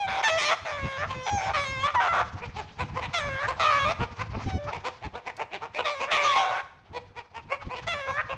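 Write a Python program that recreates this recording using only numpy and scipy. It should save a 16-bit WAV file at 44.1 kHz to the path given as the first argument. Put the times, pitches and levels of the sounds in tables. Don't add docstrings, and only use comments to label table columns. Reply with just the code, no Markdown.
import sys
import numpy as np
from scipy import signal
from scipy.fft import rfft, irfft, next_fast_len
from scipy.io import wavfile
from scipy.ndimage import uniform_filter1d, map_coordinates

SR = 44100
rng = np.random.default_rng(int(sys.argv[2]) if len(sys.argv) > 2 else 0)


def generate_wav(signal):
    frames = np.transpose(np.atleast_2d(signal))
    scaled = np.clip(frames, -1, 1) * 32767
    pcm = np.round(scaled).astype(np.int16)
    wavfile.write(sys.argv[1], SR, pcm)


N = 369116
TIME_S = np.arange(N) / SR


def amp(db):
    return 10 ** (np.asarray(db) / 20)


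def unit(x):
    return x / np.sqrt(np.mean(x ** 2) + 1e-20)


def steady(x, samples=700):
    window = np.hanning(samples)
    power = abs(signal.fftconvolve(x ** 2, window / window.sum(), "same"))
    return x / np.sqrt(power + 1e-12)


def colour(x, spectrum):
    n = next_fast_len(2 * len(x))
    hz, db = np.transpose(spectrum)
    gain_db = np.interp(np.log(np.fft.rfftfreq(n, 1 / SR) + 1), np.log(hz), db)
    return irfft(rfft(x, n) * amp(gain_db), n)[:len(x)]


def band(x, hz, kind, order=2):
    return signal.sosfilt(signal.butter(order, hz, kind, fs=SR, output="sos"), x)


def wander(n, hz):
    at = np.arange(n) * 2 * hz / SR
    return map_coordinates(rng.standard_normal(int(at[-1]) + 2), [at], order=2, mode="nearest")


def resonate(x, hz, width_hz):
    carrier = np.exp(2j * np.pi * np.cumsum(hz * np.ones(len(x))) / SR)
    pole = np.exp(-np.pi * width_hz / SR)
    return 2 * (carrier * signal.lfilter([1 - pole], [1, -pole], x / carrier)).real


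def add(mix, start_s, sound):
    part = mix[max(0, round(start_s * SR)):][:len(sound)]
    part += sound[:len(part)]


def open_air(level_db=-62):
    return amp(level_db) * unit(band(rng.standard_normal(N), 1200, "low"))


# frequency in Hz, relative gain in dB.
BUFFET_SPECTRUM = [(25, -16.5), (95, 6.5), (170, -4), (330, -17.5), (9000, -105)]
LEAF_SPECTRUM = [(150, -23), (850, -6.5), (6000, -23.5), (11000, -61.5)]
# peak time in seconds, level in dB.
WIND_PUFFS = [(.848, -29), (1.175, -37), (1.341, -30.5), (2.359, -39), (2.832, -35), (3.89, -36),
              (4.011, -29.5), (4.377, -32), (4.472, -27.5), (4.559, -26.5), (5.07, -38), (6.914, -48),
              (7.674, -36)]
# time in seconds, level at the top of its lumps in dB.
WIND_LEVELS = [(.5, -44.5), (.95, -39), (4.5, -35), (5.4, -53.5), (7.3, -51.5), (7.8, -42.5)]


def breeze(lumps_db=7, puff_sigma_s=0.013, scuff_db=-8, rustle_db=-12, rustle_lumps_db=4):
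    wind_db = np.interp(TIME_S, *np.transpose(WIND_LEVELS))
    lumps = amp(wind_db + lumps_db * (np.minimum(wander(N, 14.9), 1) - 1))
    puffs = sum(amp(db) * np.exp(-.5 * ((TIME_S - s) / puff_sigma_s) ** 2) for s, db in WIND_PUFFS)
    buffet = (lumps + puffs) * steady(colour(rng.standard_normal(N), BUFFET_SPECTRUM), samples=2000)
    scuff = amp(scuff_db) * puffs * unit(band(rng.standard_normal(N), [150, 380], "band"))
    stirs = sum(amp(5 * wander(N, 12)) * resonate(rng.standard_normal(N), hz, hz / 3)
                for hz in np.geomspace(500, 6500, 8))
    leaves = unit(colour(stirs, LEAF_SPECTRUM))
    return buffet + scuff + amp(wind_db + rustle_db + rustle_lumps_db * wander(N, 24)) * leaves


def yard_echo(x, echo_db=-12.5, t60_s=0.68, returns=2000):
    taps = np.zeros(SR)
    taps[rng.integers(0, SR, returns)] = rng.choice([-1, 1], returns)
    scatter = unit(taps * amp(-60 * TIME_S[:SR] / t60_s)) / np.sqrt(SR)
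    return x + amp(echo_db) * signal.fftconvolve(x, scatter)[:N]


# start in seconds, level in dB.
LEAF_SNAPS = [(5.367, -44)]


def leaf_snap(level_db, t60_s=0.037):
    t = np.arange(0, t60_s, 1 / SR)
    crack = unit(band(rng.standard_normal(len(t)), [1800, 6500], "band"))
    return amp(level_db - 60 * t / t60_s) * crack


def syrinx(hz, rough, split=0, jitter=0.04, tremor=0.0069, shimmer=0.73, flutter_hz=165.05):
    n, rough = len(hz), np.clip(rough, 0, 1)
    cycles = np.cumsum(hz * (1 + tremor * wander(n, 49.54) + jitter * rough * wander(n, 350))) / SR
    flutter_cycles = np.cumsum(flutter_hz * amp(2 * wander(n, 24.98))) / SR
    flutter = rough * np.sin(2 * np.pi * flutter_cycles)
    phase = 2 * np.pi * (cycles + 0.056 * flutter)
    harmonics = (np.cos(k * phase + 2 * np.pi * rng.random()) / np.sqrt(k) for k in range(1, 20))
    pulses = unit(sum(amp(min(1.5 + i, 5) * wander(n, 10)) * tone for i, tone in enumerate(harmonics)))
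    swell = 1 + shimmer * rough * wander(n, 250) + 0.18 * flutter
    subharmonic = split * np.cos(phase / rng.integers(2, 4))
    pulses *= swell + subharmonic
    breath = unit(band((1 + np.cos(phase)) * rng.standard_normal(n), 3500, "low", order=1))
    return (1 - rough ** 2 / 2) * pulses + (.025 + .43 * rough) * breath


# frequency in Hz, relative gain in dB.
BEAK_SPECTRUM = [(550, -11), (1500, -8.5), (2150, 4.5), (2650, -1.5), (2950, -7), (3450, 1), (4600, -11.5),
                 (6400, -10), (8000, -24.5), (13000, -42)]


def throat(drive, hz, bright_db, width_hz, low_hz=460, top_hz=1900, beak=BEAK_SPECTRUM, beak_hz=None):
    body = band(resonate(drive, hz, width_hz), low_hz, "high", order=6)
    body = band(body, top_hz, "low", order=5)
    treble = colour(drive, beak)
    if beak_hz:
        treble = treble + amp(-3.5) * resonate(treble, beak_hz, width_hz=300)
    return steady(body) + amp(bright_db) * steady(treble)


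def voice(hz, rough, effort_db, throat_hz, bright_db, beak_hz, nasal_hz=1260, nasal_below_db=-24.5):
    strain = np.clip((effort_db + bright_db + 36) / 8, 0, 1)
    drive = syrinx(hz, np.hypot(rough, .2 * strain))
    notch_depth = 0.74 * np.clip((nasal_below_db - effort_db) / 6, 0, 1)
    drive = drive - notch_depth * resonate(drive, nasal_hz, width_hz=790)
    return amp(effort_db) * throat(drive, throat_hz, bright_db, width_hz=550, beak_hz=beak_hz)


# start and length in seconds, first and last pitch in Hz, level in dB.
SHRILL_EDGES = [(1.226, 0.27, 864, 740, -43)]


def shrill(length_s, hz, end_hz, level_db, peak_hz=5700, width_hz=1500):
    t = np.arange(0, length_s, 1 / SR)
    drive = syrinx(np.linspace(hz, end_hz, len(t)), rough=0.23)
    whistle = resonate(resonate(drive, peak_hz, width_hz), peak_hz, width_hz)
    gate = np.sqrt(np.sin(np.pi * t / length_s))
    return amp(level_db) * gate * unit(band(whistle, [4000, 7600], "band", order=4))


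# time in seconds, pitch in Hz, level in dB.
SECOND_TONE_CURVES = [
    [(3.625, 632.6, -23.5), (3.765, 629, -28)],
    [(6.24, 616, -23.5), (6.34, 537.6, -25.5), (6.59, 553, -40.5)],
]


def second_tone(rows, attack_s=0.01, release_s=0.042):
    times_s, pitches_hz, levels_db = np.transpose(rows)
    t = np.arange(times_s[0], times_s[-1] + release_s, 1 / SR)
    gate = np.minimum((t - t[0]) / attack_s, 1) * np.minimum((t[-1] - t) / release_s, 1)
    hz = np.interp(t, times_s, pitches_hz)
    tone = throat(syrinx(hz, rough=0.08), 2 * hz, bright_db=-10.5, width_hz=76, low_hz=500)
    return gate * amp(np.interp(t, times_s, levels_db)) * tone


# frequency in Hz, relative gain in dB.
CLUCK_SPECTRUM = [(600, -10.5), (1750, -9), (2400, 1.5), (2900, -5), (4300, -14), (6800, -19.5),
                  (11000, -44.5)]
# time in seconds, roughness 0-1.
HOARSENESS = [(3, .38), (4.7, .58), (6, .52), (7.1, .32)]
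# peak time in seconds, pitch in Hz, relative effort in dB, brightness in dB, throat in Hz.
CLUCK_CALLS = [(1.116, 557.5, -37, -5, 980), (2.438, 494, -38.5, -4, 800), (2.587, 441.3, -35.5, -5.5, 954),
               (2.815, 504, -33, -5.5, 1010), (2.983, 522.5, -32, -11, 1070), (3.043, 493.5, -37.5, 0, 970),
               (3.501, 533.5, -29, -8.5, 1000), (4.025, 496.3, -32.5, -8.5, 960),
               (4.21, 519, -35, -5.5, 1230), (4.351, 460, -41, -13, 815), (4.69, 419, -36, -15, 1090),
               (4.749, 493.7, -35.5, -4.5, 684), (4.871, 526, -34, -6, 1010), (5.053, 434, -40.5, -4, 806),
               (5.17, 500, -35.5, -9, 654), (5.285, 503.5, -38.5, -1.5, 784), (5.414, 437, -33.5, -8, 860),
               (5.548, 415.7, -38.5, 1.5, 690), (5.643, 477, -35, -11, 1020), (5.771, 639, -40, 3, 666),
               (5.802, 505, -31, -6, 740), (6.031, 553.6, -31, -3, 690), (6.965, 502.4, -36.5, -7.5, 625),
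               (7.186, 473, -41, -3, 930), (7.374, 486, -39.5, -5, 930), (7.532, 559, -31, -6, 1110),
               (7.728, 510, -35, -8, 940), (7.779, 497, -39, -2, 910), (8.096, 531.6, -32.5, -12.5, 1040),
               (8.317, 554.6, -32.5, -7.5, 910)]


def cluck(peak_s, hz, effort_db, bright_db, throat_hz, note_half_s=0.018, croak_half_s=.032):
    croak_db, croak_rough = -12, .65
    hoarse = np.interp(peak_s, *np.transpose(HOARSENESS))
    t = np.arange(-2 * croak_half_s, 2 * croak_half_s, 1 / SR)
    push = 1 / (1 + (t / note_half_s) ** 4)
    arch = 1 - .5 * hoarse * np.minimum((t / croak_half_s) ** 2, 1)
    arch *= 1 + .05 * hoarse * wander(len(t), 25)
    drive = syrinx(hz * arch, rough=croak_rough + (hoarse - croak_rough) * push, split=.9 * hoarse)
    note = throat(drive, throat_hz * np.sqrt(arch), bright_db,
                  width_hz=740, top_hz=1410, beak=CLUCK_SPECTRUM)
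    gate = push + (1 - push) * amp(croak_db) * np.exp(-(t / croak_half_s) ** 4)
    level_db = effort_db + 2.5 + 2.8 * wander(len(t), 70.2)
    return peak_s + t[0], amp(level_db) * gate * note


BREAK_S = .012
# start and length in seconds, first and last pitch in Hz, effort in dB, throat in Hz,
# brightness in dB.
VOICE_BREAKS = [(0, 0.057, 830, 769, -29, 704, -9), (0.242, 0.039, 904, 864, -19.5, 1740, -6),
                (0.302, 0.08, 633, 662, -25, 835, -6.5), (1.145, 0.12, 517, 510, -40, 776, -5.5),
                (1.3, 0.08, 831, 795, -27.5, 690, -20.5), (1.836, 0.034, 541, 608, -23.5, 1200, -8.5),
                (1.958, .045, 1016, 914, -20, 910, -21.5), (2.085, 0.044, 687, 673, -25, 1450, -14),
                (3.148, 0.0377, 708, 648, -28.5, 1210, 0), (3.794, 0.057, 556, 540, -25.5, 1280, -6),
                (4.47, 0.11, 782, 740, -39.5, 710, -9.5), (4.582, 0.12, 582, 583, -38.5, 654, -25),
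                (7.885, 0.055, 691, 665, -32, 1270, 0)]


def clean_note(length_s, hz, end_hz, effort_db, throat_hz, bright_db, rough=0.15, beak_hz=3350):
    t = np.arange(0, length_s + BREAK_S, 1 / SR)
    lock = np.clip(np.minimum(t, t[-1] - t) / BREAK_S, 0, 1)
    note = voice(np.linspace(hz, end_hz, len(t)), rough, effort_db, throat_hz, bright_db, beak_hz)
    return lock, np.sqrt(lock) * note


def stick_slip(glide_hz, step_hz=41.98, stick=0.771, slip_share=.06):
    steps, fraction = np.divmod(glide_hz / step_hz, 1)
    slip = np.tanh((fraction - .5) / slip_share)
    stairs_hz = step_hz * (steps + (1 + slip) / 2)
    return glide_hz + stick * (stairs_hz - glide_hz), 1 - slip ** 2


PUSH_S, FLICK_S = 0.082, 0.058
SAG_S, RISE_S = .07, .04
ATTACK_S, RELEASE_S = 0.016, 0.025
# start and length in seconds; opening, held and closing pitch in Hz; the same three for
# effort in dB; held roughness 0-1; throat and closing throat in Hz; opening and held treble in dB;
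# beak resonance in Hz.
SQUAWK_CALLS = [(0.066, 0.16, 752, 766.5, 819, -30, -34, -27, 1, 1150, 890, -37, -37, 3460),
                (0.224, 0.33, 801, 563.5, 746.5, -24.5, -31, -20, 0.32, 1110, 1010, -26, -27, 3200),
                (0.647, 0.42, 693.5, 539.2, 709, -31.5, -35, -26.5, 0.34, 1110, 1460, -39.5, -41.5, 2100),
                (1.25, 0.28, 860, 763.6, 827, -28, -32.5, -26.5, 0.77, 910, 920, -35, -39.5, 2370),
                (1.532, 0.38, 628.4, 530.8, 612, -25, -37, -24, 0, 1250, 1160, -30.5, -35.5, 2060),
                (1.939, 0.3, 901, 675.6, 759.4, -22.5, -24.5, -22, 0.88, 1230, 1150, -35.5, -37.5, 1970),
                (3.13, 0.35, 717, 534.7, 674, -28.5, -33, -26, 0.23, 1330, 1650, -28.5, -45, 1800),
                (3.59, 0.35, 696.3, 563.4, 775, -23.5, -23.5, -26, 0.31, 1130, 890, -28.5, -32.5, 2560),
                (5.84, 0.3, 633, 546.7, 632, -27, -40, -30.5, 0.14, 975, 1460, -29.5, -48.5, 2160),
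                (6.104, 0.26, 681.6, 540.6, 607.6, -25, -27, -33, 0.4, 1030, 960, -24, -30, 2820),
                (6.346, 0.28, 801.7, 746, 799, -23.5, -27.5, -31.5, 0.72, 895, 1340, -28, -42.5, 2720),
                (7.866, 0.36, 674, 541.3, 698, -29, -36, -23.5, 0, 1060, 1780, -30.5, -45.5, 1960)]


def squawk(length_s, open_hz, held_hz, close_hz, open_db, held_db, close_db, rough,
           throat_hz, close_throat_hz, open_treble_db, held_treble_db, beak_hz):
    t = np.arange(0, length_s, 1 / SR)
    n, left_s = len(t), length_s - t
    push = 1 / (1 + (t / PUSH_S) ** 4)
    flick = 1 / (1 + (left_s / FLICK_S) ** 4)
    sag_hz = (open_hz - held_hz) * np.exp(-t / SAG_S)
    rise_hz = (close_hz - held_hz) * np.exp(-left_s / RISE_S)
    lift_hz, slipping = stick_slip(sag_hz + rise_hz)
    hz = (held_hz + lift_hz) * (1 + 0.00703 * wander(n, 14))
    effort_db = held_db + (open_db - held_db) * push + (close_db - held_db) * flick
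    treble_db = held_treble_db + (open_treble_db - held_treble_db) * push
    resonance_hz = throat_hz + (close_throat_hz - throat_hz) * flick
    strain = np.maximum(0.52 * push + 0.73 * flick, .45 * slipping)
    rasp = np.hypot(rough * amp(3 * wander(n, 14)), strain)
    gate = np.minimum(t / ATTACK_S, 1) * np.minimum(left_s / RELEASE_S, 1)
    crumble = amp(5 * (1 - gate) * wander(n, 90))
    return gate * crumble * voice(hz, rasp, effort_db, resonance_hz, treble_db - effort_db, beak_hz)


def scene():
    squawks, notes, locked = np.zeros((3, N))
    for start_s, *shape in SQUAWK_CALLS:
        add(squawks, start_s, squawk(*shape))
    for start_s, *shape in VOICE_BREAKS:
        lock, note = clean_note(*shape)
        add(locked, start_s - BREAK_S / 2, lock)
        add(notes, start_s - BREAK_S / 2, note)
    hen = squawks * np.sqrt(np.clip(1 - locked, 0, 1)) + notes
    for start_s, *shape in SHRILL_EDGES:
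        add(hen, start_s, shrill(*shape))
    for rows in SECOND_TONE_CURVES:
        add(hen, rows[0][0], second_tone(rows))
    for row in CLUCK_CALLS:
        add(hen, *cluck(*row))
    for start_s, level_db in LEAF_SNAPS:
        add(hen, start_s, leaf_snap(level_db))
    return (open_air() + yard_echo(hen) + breeze())[None]


def record(dry, gate_db=-54, cutoff_hz=14000):
    power = abs(uniform_filter1d(dry ** 2, size=1000))
    gated = dry * np.sqrt(power / (power + amp(gate_db) ** 2))
    lowpass = signal.firwin(511, cutoff_hz, window=("kaiser", 9), fs=SR)
    return signal.oaconvolve(gated, lowpass[None], "same")


dry = scene()
out = record(dry)
generate_wav(out)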